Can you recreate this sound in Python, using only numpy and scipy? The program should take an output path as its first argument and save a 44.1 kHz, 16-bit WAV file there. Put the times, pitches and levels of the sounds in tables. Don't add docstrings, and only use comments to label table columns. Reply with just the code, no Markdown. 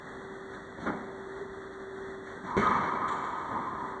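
import sys
import numpy as np
from scipy import signal
from scipy.fft import rfft, irfft
from scipy.io import wavfile
from scipy.ndimage import uniform_filter1d

SR = 44100
rng = np.random.default_rng(int(sys.argv[2]) if len(sys.argv) > 2 else 0)


def int16_out(signal):
    q = np.round(np.clip(np.atleast_2d(signal).T, -1, 1) * 32767)
    wavfile.write(sys.argv[1], SR, q.astype(np.int16))


N = 176400

# [f/Hz, level/dB]
BACKGROUND_SPECTRUM = [(20, -7.5), (40, 1.5), (56, -1.5), (80, -1.5), (120, -3), (220, 3), (310, 1.5),
                       (500, -2.5), (750, -5.5), (1200, -4), (1600, -5), (1980, -4.5), (2330, -48.5),
                       (2980, -84), (3250, -18), (4400, -23), (6500, -30.5), (8200, -30), (9600, -44)]
# [t/s, level/dB]
FAN_TONE_LEVEL = [(0, -52.5), (.3, -46), (.55, -46.5), (.82, -55), (.97, -51.5), (1.05, -44.5), (1.4, -43),
                  (1.65, -47), (2.0, -41.5), (2.25, -45), (2.4, -53), (3.1, -45.5), (3.6, -55),
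                  (3.8, -49.5), (4, -44)]
BACKGROUND_DB, FAN_TONE_HZ = -45, 386.8
WHINE_HZ, WHINE_DB = 3487, -70.5

# [t/s, level/dB]
CLINK_EVENTS = [(3.082, -12), (3.115, -16), (3.241, -20.5)]
# [f/Hz, relative level/dB, t60/s]
METAL_MODES = [(6760, -6, 0.033), (7060, -9, .03), (7270, -6.5, 0.024), (7480, -6, .03), (7768, -14, 0.05)]
# [f/Hz, relative level/dB]
METAL_TICK_SPECTRUM = [(300, -5.5), (1500, 17.5), (2600, 5.5), (3300, 9), (4500, 1.5), (7000, -8.5),
                       (9500, -11.5)]
METAL_RING_DB = -16

# [t/s, level/dB]
FOOTFALLS = [(0.659, -10.5), (.775, -2.5), (1.335, -25), (1.951, -20), (2.44, -3), (2.78, -0.5), (3.0, -4),
             (3.512, 1.5)]
# [f/Hz, relative level/dB]
FOOTFALL_SPECTRUM = [(30, -25.5), (70, 12), (130, 9), (240, 15), (450, 1), (900, 3), (2200, -18.5),
                     (6000, -54.5)]
# [t/s, length/s, level/dB]
SCUFF_EVENTS = [(0.522, 0.027, -23.5), (0.778, 0.13, -15), (1.351, 0.009, -33.5), (1.72, 0.026, -30),
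                (2.247, 0.093, -20), (2.423, 0.12, -18.5)]
# [f/Hz, relative level/dB]
SLIP_SPECTRUM = [(100, 1.5), (600, 13.5), (1800, 15.5), (2600, -4.5), (3500, 6.5), (6500, -6.5),
                 (9500, -19)]
# [t/s, length/s, f/Hz, level/dB]
SQUEAK_EVENTS = [(1.35, 0.11, 408.3, -17.5), (2.31, .13, 1580, -20.5)]

# [f/Hz, relative level/dB]
BOUNCE_SPECTRUM = [(50, -5), (120, -3), (220, 15), (400, 8), (750, 4.5), (1150, 1.5), (1900, -4),
                   (3200, -40), (8000, -48.5)]
# [f/Hz, level/dB, t60/s]
FLOOR_MODES = [(88.6, -46, 0.45), (163, -50.5, 0.63), (203, -53, 0.64), (255, -40.5, 0.59),
               (316, -43, 0.19), (321, -44, 0.15)]
# [f/Hz, relative level/dB]
KNOCK_SPECTRUM = [(100, -4), (600, -13.5), (1000, 4.5), (1350, 9), (2000, -2.5), (2600, -19.5), (3300, -16),
                  (8000, -48)]
BOUNCE_S, BOUNCE_DB = 0.858, -4
KNOCK_DELAY_S, KNOCK_DB = 0.0075, -2

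# [f/Hz, relative level/dB]
CRACK_SPECTRUM = [(15, -22.5), (40, -21), (90, 1), (230, 8.5), (400, -1), (750, -3.5), (1400, 0),
                  (2100, -3.5), (3500, -16), (6500, -25), (9500, -38.5)]
# [f/Hz, relative level/dB, t60/s]
RACQUET_MODES = [(232, -19, 0.014), (265, -28, 0.0084), (394, -27, 0.04)]
STROKE_S, CRACK_DB = 2.568, 12

# [t/s, level/dB, tilt/(dB per kHz), direct level/dB, echo build-up time constant/s]
BALL_CONTACTS = [(2.458, 5, -2, -28, .03), (2.620, 8, 29.5, -5, .01), (2.664, 6.5, 25, -4, .006),
                 (2.710, 6.5, -1, -2, .01), (2.962, -5.5, -5, -6, .01), (3.008, 3.5, -1.5, -8.5, .01),
                 (3.505, 4, 2, -10.5, .015)]
# [f/Hz, relative level/dB, t60/s]
BALL_MODES = [(888.4, -2, 0.031), (944, 2, 0.036), (1039, 0, 0.034), (1177, -6, 0.063), (1260, -11, 0.11)]
# [f/Hz, relative level/dB]
SLAP_SPECTRUM = [(60, -21.5), (200, 7), (500, -4), (900, 1.5), (1700, 1.5), (2200, -8.5), (3200, -42),
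                 (8000, -44.5)]
# [f/Hz, relative level/dB]
WALL_TICK_SPECTRUM = [(500, -8), (3100, -15), (3800, 1.5), (4400, -21), (8000, -31.5)]
SLAP_DB = -11.5
WALL_TICK_S, WALL_TICK_DB = 2.672, -14

# [f/Hz, t60/s]
COURT_DECAY = [(60, 1.5), (200, 1.94), (500, 4.8), (1100, 4.1), (2000, 2.56), (4000, 2.53), (8000, 1.4)]
# [delay/s, gain relative to the direct sound]
FIRST_REFLECTIONS = [(.0035, 0.33), (.0058, .7), (.0088, 0.9), (0.0105, 1), (.016, .5), (.0235, 0.19),
                     (.031, 0.22)]
EARLY_T60_S, CLUMPING_DB = 0.77, 1.3

# [f/Hz, gain/dB]
OVERALL_TONE = [(10, -14.5), (30, -11), (55, -2), (2050, 1), (2250, 4.5), (2520, -29.5), (2650, -7),
                (2830, -33.5), (3080, -1), (4500, -2.5), (4800, -54), (5300, -49.5), (5600, -0.5),
                (10000, -1.5)]
BAND_EDGE_HZ = 9600


def amp(db):
    return 10 ** (np.asarray(db) / 20)


def unit(x):
    return x / np.sqrt(np.sum(x ** 2) + 1e-20)


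def read(points, hz):
    f, value = np.transpose(points)
    return np.interp(np.log(hz + 1), np.log(np.sort(f) + 1), value)


def add(mix, s, sound):
    part = mix[round(s * SR):][:len(sound)]
    part += sound[:len(part)]


def colour(x, points):
    gain = amp(read(points, np.fft.rfftfreq(len(x), 1 / SR)))
    return irfft(rfft(x) * gain, len(x))


def click(points, size=4096):
    hz = abs(np.fft.fftfreq(size, 1 / SR))
    log_gain = np.log(amp(read(points, hz)))
    spectrum = np.exp(np.conj(signal.hilbert(log_gain)))
    return unit(np.fft.ifft(spectrum).real[:size // 2])


def ring(modes, tilt_db_per_khz=0):
    t = np.arange(SR // 4) / SR
    out = np.zeros(len(t))
    for k, (hz, db, t60) in enumerate(modes):
        envelope = amp(db + tilt_db_per_khz * hz / 1000 - 60 * t / t60)
        out += (-1) ** k * envelope * np.sin(2 * np.pi * hz * t)
    return out


def wander(hz):
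    f = np.fft.rfftfreq(N, 1 / SR)
    slow = irfft(rfft(rng.standard_normal(N)) * np.exp(-(f / hz) ** 2), N)
    return unit(slow) * np.sqrt(N)


def scatter(size=8):
    taps = np.zeros(N)
    at = np.arange(0, N - size, size)
    taps[at + rng.integers(0, size, len(at))] = rng.choice([-1., 1.], len(at))
    return taps


def court(x, direct_db, early_db, late_db, build_s=0.0048):
    t = np.arange(N) / SR
    first = np.zeros(N)
    first[0] = 1
    for delay, gain in FIRST_REFLECTIONS:
        first[round(delay * SR)] += gain
    build = 1 - np.exp(-t / build_s)
    echoes = scatter() * amp(CLUMPING_DB * wander(hz=50))
    early = scatter() * build * amp(CLUMPING_DB * wander(hz=90) - 60 * t / EARLY_T60_S)
    hz, times, z = signal.stft(echoes, SR, nperseg=512)
    decay = amp(-60 * times / read(COURT_DECAY, hz)[:, None])
    late = signal.istft(z * decay, SR)[1][:N] * build
    late /= np.linalg.norm(build * amp(-60 * t / read(COURT_DECAY, 1000)) * echoes)
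    response = amp(direct_db) * unit(first) + amp(early_db) * unit(early) + amp(late_db) * late
    return signal.fftconvolve(x, response)[:N]


def background(waver_db=1.02):
    t = np.arange(N) / SR
    noise = unit(colour(rng.standard_normal(N), BACKGROUND_SPECTRUM)) * np.sqrt(N)
    noise *= amp(BACKGROUND_DB + waver_db * wander(hz=9.5))
    tone = np.sin(2 * np.pi * FAN_TONE_HZ * t + 0.14 * wander(hz=4))
    tone *= amp(np.interp(t, *np.transpose(FAN_TONE_LEVEL)))
    whine = np.sin(2 * np.pi * WHINE_HZ * t + wander(hz=14)) * amp(WHINE_DB)
    return noise + np.sqrt(2) * (tone + whine)


def clinks():
    out = np.zeros(N)
    clink = amp(METAL_RING_DB) * unit(ring(METAL_MODES))
    add(clink, 0, click(METAL_TICK_SPECTRUM))
    for s, db in CLINK_EVENTS:
        add(out, s, amp(db) * court(clink, direct_db=-0.5, early_db=-6.5, late_db=5))
    return out


def footfalls():
    out = np.zeros(N)
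    for s, db in FOOTFALLS:
        thud = click(FOOTFALL_SPECTRUM)
        add(out, s, amp(db) * court(thud, direct_db=-11, early_db=-12.5, late_db=-1))
    return out


def scuffs():
    out = np.zeros(N)
    for s, length, db in SCUFF_EVENTS:
        count = round(length * SR)
        slips = rng.laplace(size=count) * signal.windows.tukey(count)
        scuff = unit(signal.fftconvolve(slips, click(SLIP_SPECTRUM)))
        add(out, s, amp(db) * court(scuff, direct_db=4.5, early_db=-3, late_db=-12.5))
    return out


def squeaks():
    out = np.zeros(N)
    for s, length, hz, db in SQUEAK_EVENTS:
        count = round(length * SR)
        jitter = 0.013 * uniform_filter1d(rng.standard_normal(count), size=60)
        turns = np.cumsum(hz * (1 + jitter)) / SR
        squeak = unit(np.sin(2 * np.pi * turns) * np.hanning(count))
        add(out, s, amp(db) * court(squeak, direct_db=10.5, early_db=4, late_db=0))
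    return out


def bounce(knock_t60_s=0.19):
    out = np.zeros(N)
    slap = court(click(BOUNCE_SPECTRUM), direct_db=-12, early_db=7.5, late_db=-17)
    add(out, BOUNCE_S, amp(BOUNCE_DB) * slap)
    add(out, BOUNCE_S, ring(FLOOR_MODES))
    t = np.arange(SR // 8) / SR
    burst = rng.standard_normal(len(t)) * amp(-60 * t / knock_t60_s)
    knock = unit(signal.fftconvolve(burst, click(KNOCK_SPECTRUM)))
    add(out, BOUNCE_S + KNOCK_DELAY_S, amp(KNOCK_DB) * knock)
    return out


def stroke():
    out = np.zeros(N)
    crack = court(click(CRACK_SPECTRUM), direct_db=-15.5, early_db=-5, late_db=-2)
    add(out, STROKE_S, amp(CRACK_DB) * crack)
    add(out, STROKE_S, court(ring(RACQUET_MODES), direct_db=14.5, early_db=6.5, late_db=-1))
    return out


def ball():
    out = np.zeros(N)
    for s, db, tilt, direct, build in BALL_CONTACTS:
        contact = unit(ring(BALL_MODES, tilt))
        add(contact, 0, amp(SLAP_DB) * click(SLAP_SPECTRUM))
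        heard = court(contact, direct_db=direct, early_db=-8.5, late_db=0, build_s=build)
        add(out, s, amp(db) * heard)
    add(out, WALL_TICK_S, amp(WALL_TICK_DB) * click(WALL_TICK_SPECTRUM))
    return out


def scene():
    shoes = footfalls() + scuffs() + squeaks()
    return (background() + clinks() + shoes + bounce() + stroke() + ball())[None]


def record(dry, threshold_db=-24, envelope_fall_db_per_s=40, ceiling=0.25):
    power_db = 10 * np.log10(abs(uniform_filter1d(dry[0] ** 2, size=400)) + 1e-12)
    fall = np.arange(N) * envelope_fall_db_per_s / SR
    envelope_db = np.maximum.accumulate(power_db + fall) - fall
    over_db = np.maximum(envelope_db - threshold_db, 0)
    held = dry[0] / amp(0.36 * uniform_filter1d(over_db, size=200))
    overloaded = ceiling * np.tanh(held / ceiling)
    heard = colour(overloaded, OVERALL_TONE)
    low_pass = signal.firwin(401, BAND_EDGE_HZ, window=("kaiser", 9), fs=SR)
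    return signal.oaconvolve(heard, low_pass, "same")[None]


dry = scene()
out = record(dry)
int16_out(out)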